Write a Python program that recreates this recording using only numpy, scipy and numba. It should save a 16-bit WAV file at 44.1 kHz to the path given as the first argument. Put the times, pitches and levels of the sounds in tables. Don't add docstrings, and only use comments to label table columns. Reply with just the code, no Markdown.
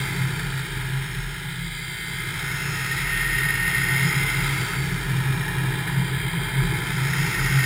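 import sys
import numpy as np
from scipy import signal
from scipy.fft import rfft, irfft
from scipy.io import wavfile
from scipy.ndimage import uniform_filter1d
from numba import njit

SR = 44100
rng = np.random.default_rng(int(sys.argv[2]) if len(sys.argv) > 2 else 0)


def transcribe(u):
    v = np.clip(np.atleast_2d(u).T, -1, 1)
    q = np.round(v * 32767).astype(np.int16)
    wavfile.write(sys.argv[1], SR, q)


def ratio_of_db(decibels):
    return 10 ** (np.asarray(decibels, float) / 20)


N = 337365


def unit(x):
    return x / np.sqrt(np.mean(x ** 2))


def curves(table):
    s, *columns = np.transpose(table)
    return [np.interp(np.arange(N) / SR, s, column) for column in columns]


def walk(rate):
    hold = int(SR / rate)
    steps = np.repeat(rng.standard_normal(N // hold + 1), hold)
    smooth = uniform_filter1d(uniform_filter1d(steps, hold), hold)
    return unit(smooth[:N])


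def ring(x, modes):
    hz = np.arange(4097) * SR / 8192
    power = sum(ratio_of_db(2 * db) / (1 + (2 * (hz - f) / width) ** 4) for f, width, db in modes)
    cepstrum = irfft(np.log(power + 1e-7) / 2)
    cepstrum[1:4096] *= 2
    cepstrum[4097:] = 0
    fade = np.hanning(8192)[4096:]
    response = irfft(np.exp(rfft(cepstrum)))[:4096] * fade
    return signal.oaconvolve(x, response)[:N]


@njit
def moving_resonance(x, hz, width):
    y, band, low = np.empty(len(x)), 0., 0.
    for i in range(len(x)):
        g, damping = np.tan(np.pi * hz[i] / SR), width / hz[i]
        v = (band + g * (x[i] - low)) / (1 + g * (g + damping))
        band, low, y[i] = 2 * v - band, low + 2 * g * v, damping * v
    return y


def bells(table):
    t = np.arange(N) / SR
    return [(db, np.exp(-4.6 * ((t - s) / max(length, .02)) ** 2)) for s, db, length in table]


# time in seconds, turn to the engine, airspeed, tip, roll
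SWING = [(0.0, -0.31, 0.16, 0.24, 0.14), (0.45, -0.46, -0.049, -0.48, 0.024),
         (0.9, -0.13, -0.31, -0.65, -0.15), (1.35, -0.37, -0.62, -0.69, -0.18),
         (1.8, -1.0, -1.02, -0.2, -0.69), (2.25, -0.6, -0.37, -0.16, -0.13),
         (2.7, 0.063, -0.11, 0.051, 0.65), (3.15, 0.56, -0.13, 0.35, 0.19),
         (3.6, 0.73, 0.042, 0.33, 0.0069), (4.05, 0.34, 0.25, 0.73, 0.018), (4.5, 0.33, 0.31, 0.47, 0.35),
         (4.95, -0.34, 0.15, -0.16, 0.26), (5.4, 0.073, 0.53, -0.69, 0.19),
         (5.85, -0.021, 0.36, -0.33, -0.31), (6.3, 0.26, 0.31, -0.11, -1.1),
         (6.75, -0.31, 0.49, -0.067, -0.23), (7.2, 0.14, 0.33, 0.3, 0.74), (7.65, 0.3, 0.38, 0.65, 0.53)]


def swing():
    return np.array(curves(SWING))


# centre in seconds, depth in dB, length in seconds.
LULLS = [(.68, -6, 0.055), (1.09, -4, .08), (2.0, -2.5, 0.33), (2.6, -8, 0.065), (2.88, -7, 0.071),
         (3.66, -8, 0.18), (4.7, -6, 0.11), (5.45, -9, 0.051), (5.85, -15, 0.061), (6.32, -14, 0.057),
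         (6.49, -5, 0.19), (7.43, -1, 0.063)]


def lulls_db():
    return sum(db * bell for db, bell in bells(LULLS))


# centre in Hz, width in Hz, level in dB.
RUMBLE = [(30, 16, -7), (64.5, 25, 4), (124.8, 44, 11.5), (189, 61, -2.5), (260, 37, -8), (323, 50.4, -0.5),
          (387, 57, 0), (434, 48, -6), (507, 37, -13.5)]
ROAR = [(607, 160, -22), (735, 196, -8), (855, 72, 3), (968, 106, 2.5), (1090, 75, -6.5), (1240, 78, -10.5)]
# mean in dB, slope in dB per unit of airspeed.
RUMBLE_LEVEL = (-42, 8)
ROAR_LEVEL = (-44, 9)


def airstream():
    airspeed = swing()[1]
    rumble_db, roar_db = (db + slope * airspeed for db, slope in (RUMBLE_LEVEL, ROAR_LEVEL))
    rumble_db = rumble_db + 7.5 + 0.19 * lulls_db() + 0.55 * walk(10)
    roar_db = roar_db + 0.76 * walk(10)
    rumble = unit(ring(rng.standard_normal(N), RUMBLE))
    roar = unit(ring(rng.standard_normal(N), ROAR))
    return ratio_of_db(rumble_db) * rumble + ratio_of_db(roar_db) * roar


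# frequency in Hz, width in Hz, steadiness from 0 to 1.
MOUNT_MODES = [
    (135.2, 16, 0.68),
    (166.8, 20, 0.72),
    (40.7, 14, 0.5),
]
# mean in dB, slope in dB per unit of airspeed, share of the lulls 0 to 1.
BUFFET = [
    (-33.5, 5.5, 1),
    (-41, 3, 0.1),
    (-43, 3, .3),
]
# centre in seconds, peak in dB, length in seconds.
HUM_GUSTS = [(0.227, -25, 0.13), (0.475, -31, 0.048), (0.556, -31, 0.052), (0.762, -28.7, 0.051),
             (0.837, -28, 0.053), (0.948, -24, 0.12), (1.19, -24, 0.048), (1.47, -31, 0.048),
             (1.615, -33.5, 0.07), (2.7, -30, 0.049), (3.47, -25, 0.11), (3.8, -33, 0.093),
             (3.938, -32, 0.055), (4.04, -23.5, 0.065), (4.18, -21.5, 0.034), (4.373, -23.4, 0.081),
             (4.513, -24.5, 0.1), (4.796, -28, 0.046), (4.938, -32, 0.065), (5.135, -20, 0.09),
             (5.293, -22.5, 0.068), (5.553, -29, 0.081), (5.657, -25.5, 0.1), (5.983, -22.8, 0.078),
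             (6.15, -24.5, 0.092), (6.24, -23.5, 0.08), (6.59, -17.5, 0.048), (7.03, -20, 0.12),
             (7.21, -23, 0.061), (7.583, -18, 0.08)]
SECOND_GUSTS = [(0.18, -30.5, 0.12), (0.34, -30.9, 0.09), (0.43, -34.5, 0.07), (1.17, -35.8, 0.039),
                (1.61, -36.7, 0.2), (4.07, -28.3, 0.068), (4.17, -32, 0.062), (4.39, -32, 0.054),
                (4.85, -32.5, 0.055), (4.93, -30, 0.055), (5.12, -32, 0.058), (5.38, -34, 0.08),
                (5.47, -36, 0.089), (5.61, -36, 0.07), (5.9, -30.0, 0.08), (6.0, -26, 0.08),
                (6.36, -29.5, 0.09), (6.66, -30.5, 0.1), (6.96, -35.5, 0.073), (7.12, -32, 0.07),
                (7.23, -29.9, 0.08), (7.5, -32, 0.07)]
SWAY_GUSTS = [(0.48, -34.8, 0.12), (0.71, -35, 0.09), (0.8, -35.9, 0.08), (1.0, -38.3, 0.08),
              (1.25, -35.3, 0.23), (1.66, -36.7, 0.17), (3.17, -33.5, 0.35), (3.36, -36, 0.17),
              (3.53, -37, 0.14), (3.65, -34, 0.091), (4.22, -35, 0.12), (4.44, -33, 0.11), (4.75, -38, 0.1),
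              (4.93, -35.6, 0.1), (5.04, -34.2, 0.12), (5.66, -37, 0.15), (6.29, -39, 0.1),
              (6.42, -35, 0.1), (6.64, -31.0, 0.13), (7.44, -32, 0.13)]


def mount():
    out, airspeed, lulls = 0, swing()[1], lulls_db()
    gust_tables = (HUM_GUSTS, SECOND_GUSTS, SWAY_GUSTS)
    for (hz, width_hz, steady), (db, slope, share), table in zip(MOUNT_MODES, BUFFET, gust_tables):
        phasor = walk(width_hz) + 1j * walk(width_hz)
        phase = 2 * np.pi * hz * np.arange(N) / SR + np.angle(phasor)
        hum = unit(np.abs(phasor) ** np.clip(1 - steady, 0, 1) * np.cos(phase))
        buffet_power = ratio_of_db(2 * (db + slope * airspeed + share * lulls))
        gust_power = sum(ratio_of_db(2 * peak_db) * bell for peak_db, bell in bells(table))
        out = out + np.sqrt(buffet_power + gust_power) * hum
    band = signal.butter(4, [32, 240], "band", fs=SR, output="sos")
    return signal.sosfilt(band, out)


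# time in seconds, firing rate in Hz.
FIRING = [(0, 55.75), (.77, 55.7), (1.15, 55.97), (2.04, 57.64), (2.3, 57.7), (2.8, 57.55), (4.08, 57.83),
          (4.7, 57.56), (5.3, 57.66), (5.8, 58.5), (6.4, 59.15), (7.14, 61), (7.4, 61.38), (7.65, 61.44)]


def crank():
    return np.cumsum(curves(FIRING)[0] + .055 * walk(12)) / SR


def gas_puffs(turns):
    strength = ratio_of_db(2 * rng.standard_normal(int(turns[-1]) + 1))[turns.astype(int)]
    puff = np.exp(-(turns % 1) / .2) + .3 * np.exp(-((turns + .5) % 1) / .2)
    return unit(puff * strength * rng.standard_normal(N))


# multiple of the firing rate, lift in dB.
LIFTED = [(12, 4), (16, 5), (22, 4), (25, 6), (26, 4), (28, 4), (29, 7), (32, 4), (33, -3), (36, 3),
          (52, 3), (54, 3), (56, 2), (58, 4)]


def clatter(turns):
    order = np.arange(1025)
    db = np.where(order % 2, -3.5, 0.) - 200 * (order > 90)
    for k, lift_db in LIFTED:
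        db[k] += lift_db
    shapes = irfft(ratio_of_db(db) * np.exp(2j * np.pi * rng.random((2, 1025))))
    place = turns % 1 * 2048
    one, other = (unit(np.interp(place, np.arange(2048), shape, period=2048)) for shape in shapes)
    blend = .8 * walk(5)
    return np.cos(blend) * one + np.sin(blend) * other


# start, full and break-off in seconds, lift in dB.
LOCKS = [
    (2.547, 3.096, 4.16, 8.5),
    (6.9, 7.25, 7.9, 6.5),
]


def lock_db():
    t = np.arange(N) / SR
    return sum(db * np.interp(t, [start, full, end, end + 0.043], [0, 1, 1, 0])
               for start, full, end, db in LOCKS)


def path_db(path):
    mean_db, *slopes_db = path
    return mean_db + np.dot(slopes_db, swing())


# centre in Hz, width in Hz, level in dB.
BODY = [(1320, 160, -0.5), (1411, 88, 0), (1525, 82, 0.5), (917, 370, -18), (616, 460, -20.5)]
WHISTLE = [(1850, 55, 0), (1930, 120, -6)]
CAVITY = [(2101, 154, -6.5), (2155, 60, -6.5), (2243, 310, -17.5)]
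SLOT = [(1644, 86, 1), (1724, 120, 5), (1960, 33, -16), (2350, 180, 1), (2400, 290, -6), (3694, 81, -4)]
SHELL = [(2900, 102, -29), (3145, 150, 5), (3354, 176, 3.5), (3576, 140, 3.5), (3894, 160, 0),
         (3893, 130, 2), (4000, 2800, -16.5)]
PORT = [(2570, 280, 5), (2777, 196, 5.5), (4320, 310, -5.5)]
LENS_RING = [(5336, 330, -1.5)]
LENS_EDGE = [(5680, 220, 2), (5930, 250, -4)]
RIDGE = [(3231, 150, 0)]
LIP = [(4750, 280, 0)]
# mean in dB, then slopes in dB per unit of turn, airspeed, tip and roll.
PATHS = [
    (-38, 1.2, 4.5, 5, 2.5),
    (-35, 13, 1.5, 0.0, 1.5),
    (-34.5, 0.5, -0.0, 11.5, -0.0),
    (-38, -2.5, 8.5, -2.5, 0),
    (-39, -1.3, 1.5, 4.5, -1.5),
    (-40, 6, 0.2, 2, 4),
    (-45, 0.2, 0, 10.5, 2.5),
    (-50.5, 1.5, -1, -2, 12),
]
EDGE_PATH = (-57, -4, 1, 8, 12)
RIDGE_PATH = (-49, 2, 5.5, 9, -6)
LIP_PATH = (-53.5, -2.5, 0, 6, -2.5)
# time in seconds, rim resonance in Hz, shadow of the case edge in Hz.
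SLIDE = [(0, 4750, 2900), (.5, 4600, 2670), (.8, 4750, 2700), (1.15, 5300, 2700), (1.55, 4880, 2690),
         (1.9, 4740, 2930), (2.3, 4920, 2790), (2.55, 5220, 2900), (2.9, 5090, 2860), (3.6, 5090, 2980),
         (4.3, 5110, 2900), (4.85, 4550, 2740), (5.35, 4860, 2640), (5.85, 4850, 2600), (6.6, 4750, 2780),
         (7.1, 5060, 2830), (7.65, 5000, 2880)]


def through_case(knocks, gas):
    turn, _, tip, _ = swing()
    body, whistle, cavity, slot, shell, port, rim_path, lens = PATHS
    whistle_db = path_db(whistle) - 4.0 + lock_db() - 7.5 * turn
    # modes, path level in dB, gas level in dB
    routes = [(BODY, path_db(body), -3.5), (WHISTLE, whistle_db, 1), (CAVITY, path_db(cavity), -8),
              (SLOT, path_db(slot), -2.5), (SHELL, path_db(shell), 1), (PORT, path_db(port), -6.5),
              (LENS_RING, path_db(lens), -5.5), (LENS_EDGE, path_db(EDGE_PATH), -2),
              (RIDGE, path_db(RIDGE_PATH), -11), (LIP, path_db(LIP_PATH), -7)]
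    out = 0
    for modes, db, gas_db in routes:
        rush = rng.standard_normal(N)
        drive = rush + knocks + ratio_of_db(gas_db) * gas
        out = out + ratio_of_db(db + 0.51 * walk(14)) * unit(ring(drive, modes))
    rim_hz, shadow_hz = curves(SLIDE)
    rim_drive = rng.standard_normal(N) + knocks + ratio_of_db(-7) * gas
    rim = moving_resonance(moving_resonance(rim_drive, rim_hz, 470.), rim_hz, 470.)
    out = out + ratio_of_db(path_db(rim_path) + 0.78 * walk(10)) * unit(rim)
    shadow_depth = np.clip(.66 - .2 * turn - 0.11 * tip, 0, .95)
    return out - shadow_depth * moving_resonance(out, shadow_hz, 260.)


# time in seconds, level of the repeating part in dB.
CLARITY = [(0, -8), (.6, -5), (2, -4), (2.6, -5), (3.2, -7), (4.2, -8), (5.4, -10), (6.8, -10), (7.65, -8)]


def engine():
    turns = crank()
    gas = gas_puffs(turns)
    knocks = ratio_of_db(curves(CLARITY)[0]) * clatter(turns)
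    airborne = through_case(knocks, gas)
    line_db = -45 + 6 * swing()[1] + 2.5 * walk(4)
    line_hum = np.sqrt(2) * np.sin(6 * np.pi * turns)
    return airborne + ratio_of_db(line_db) * line_hum


def scene():
    return (airstream() + mount() + engine())[None]


def roll_off(x):
    return signal.sosfilt(signal.butter(12, 15450, fs=SR, output="sos"), x)


def record(dry):
    camera_hz = 12000
    slow = signal.resample_poly(dry, camera_hz // 300, SR // 300, axis=1)
    steps = np.repeat(slow, 4, axis=1)
    held = signal.resample_poly(steps, SR // 300, 4 * camera_hz // 300, axis=1)
    return roll_off(held[:, :N])


dry = scene()
out = record(dry)
transcribe(out)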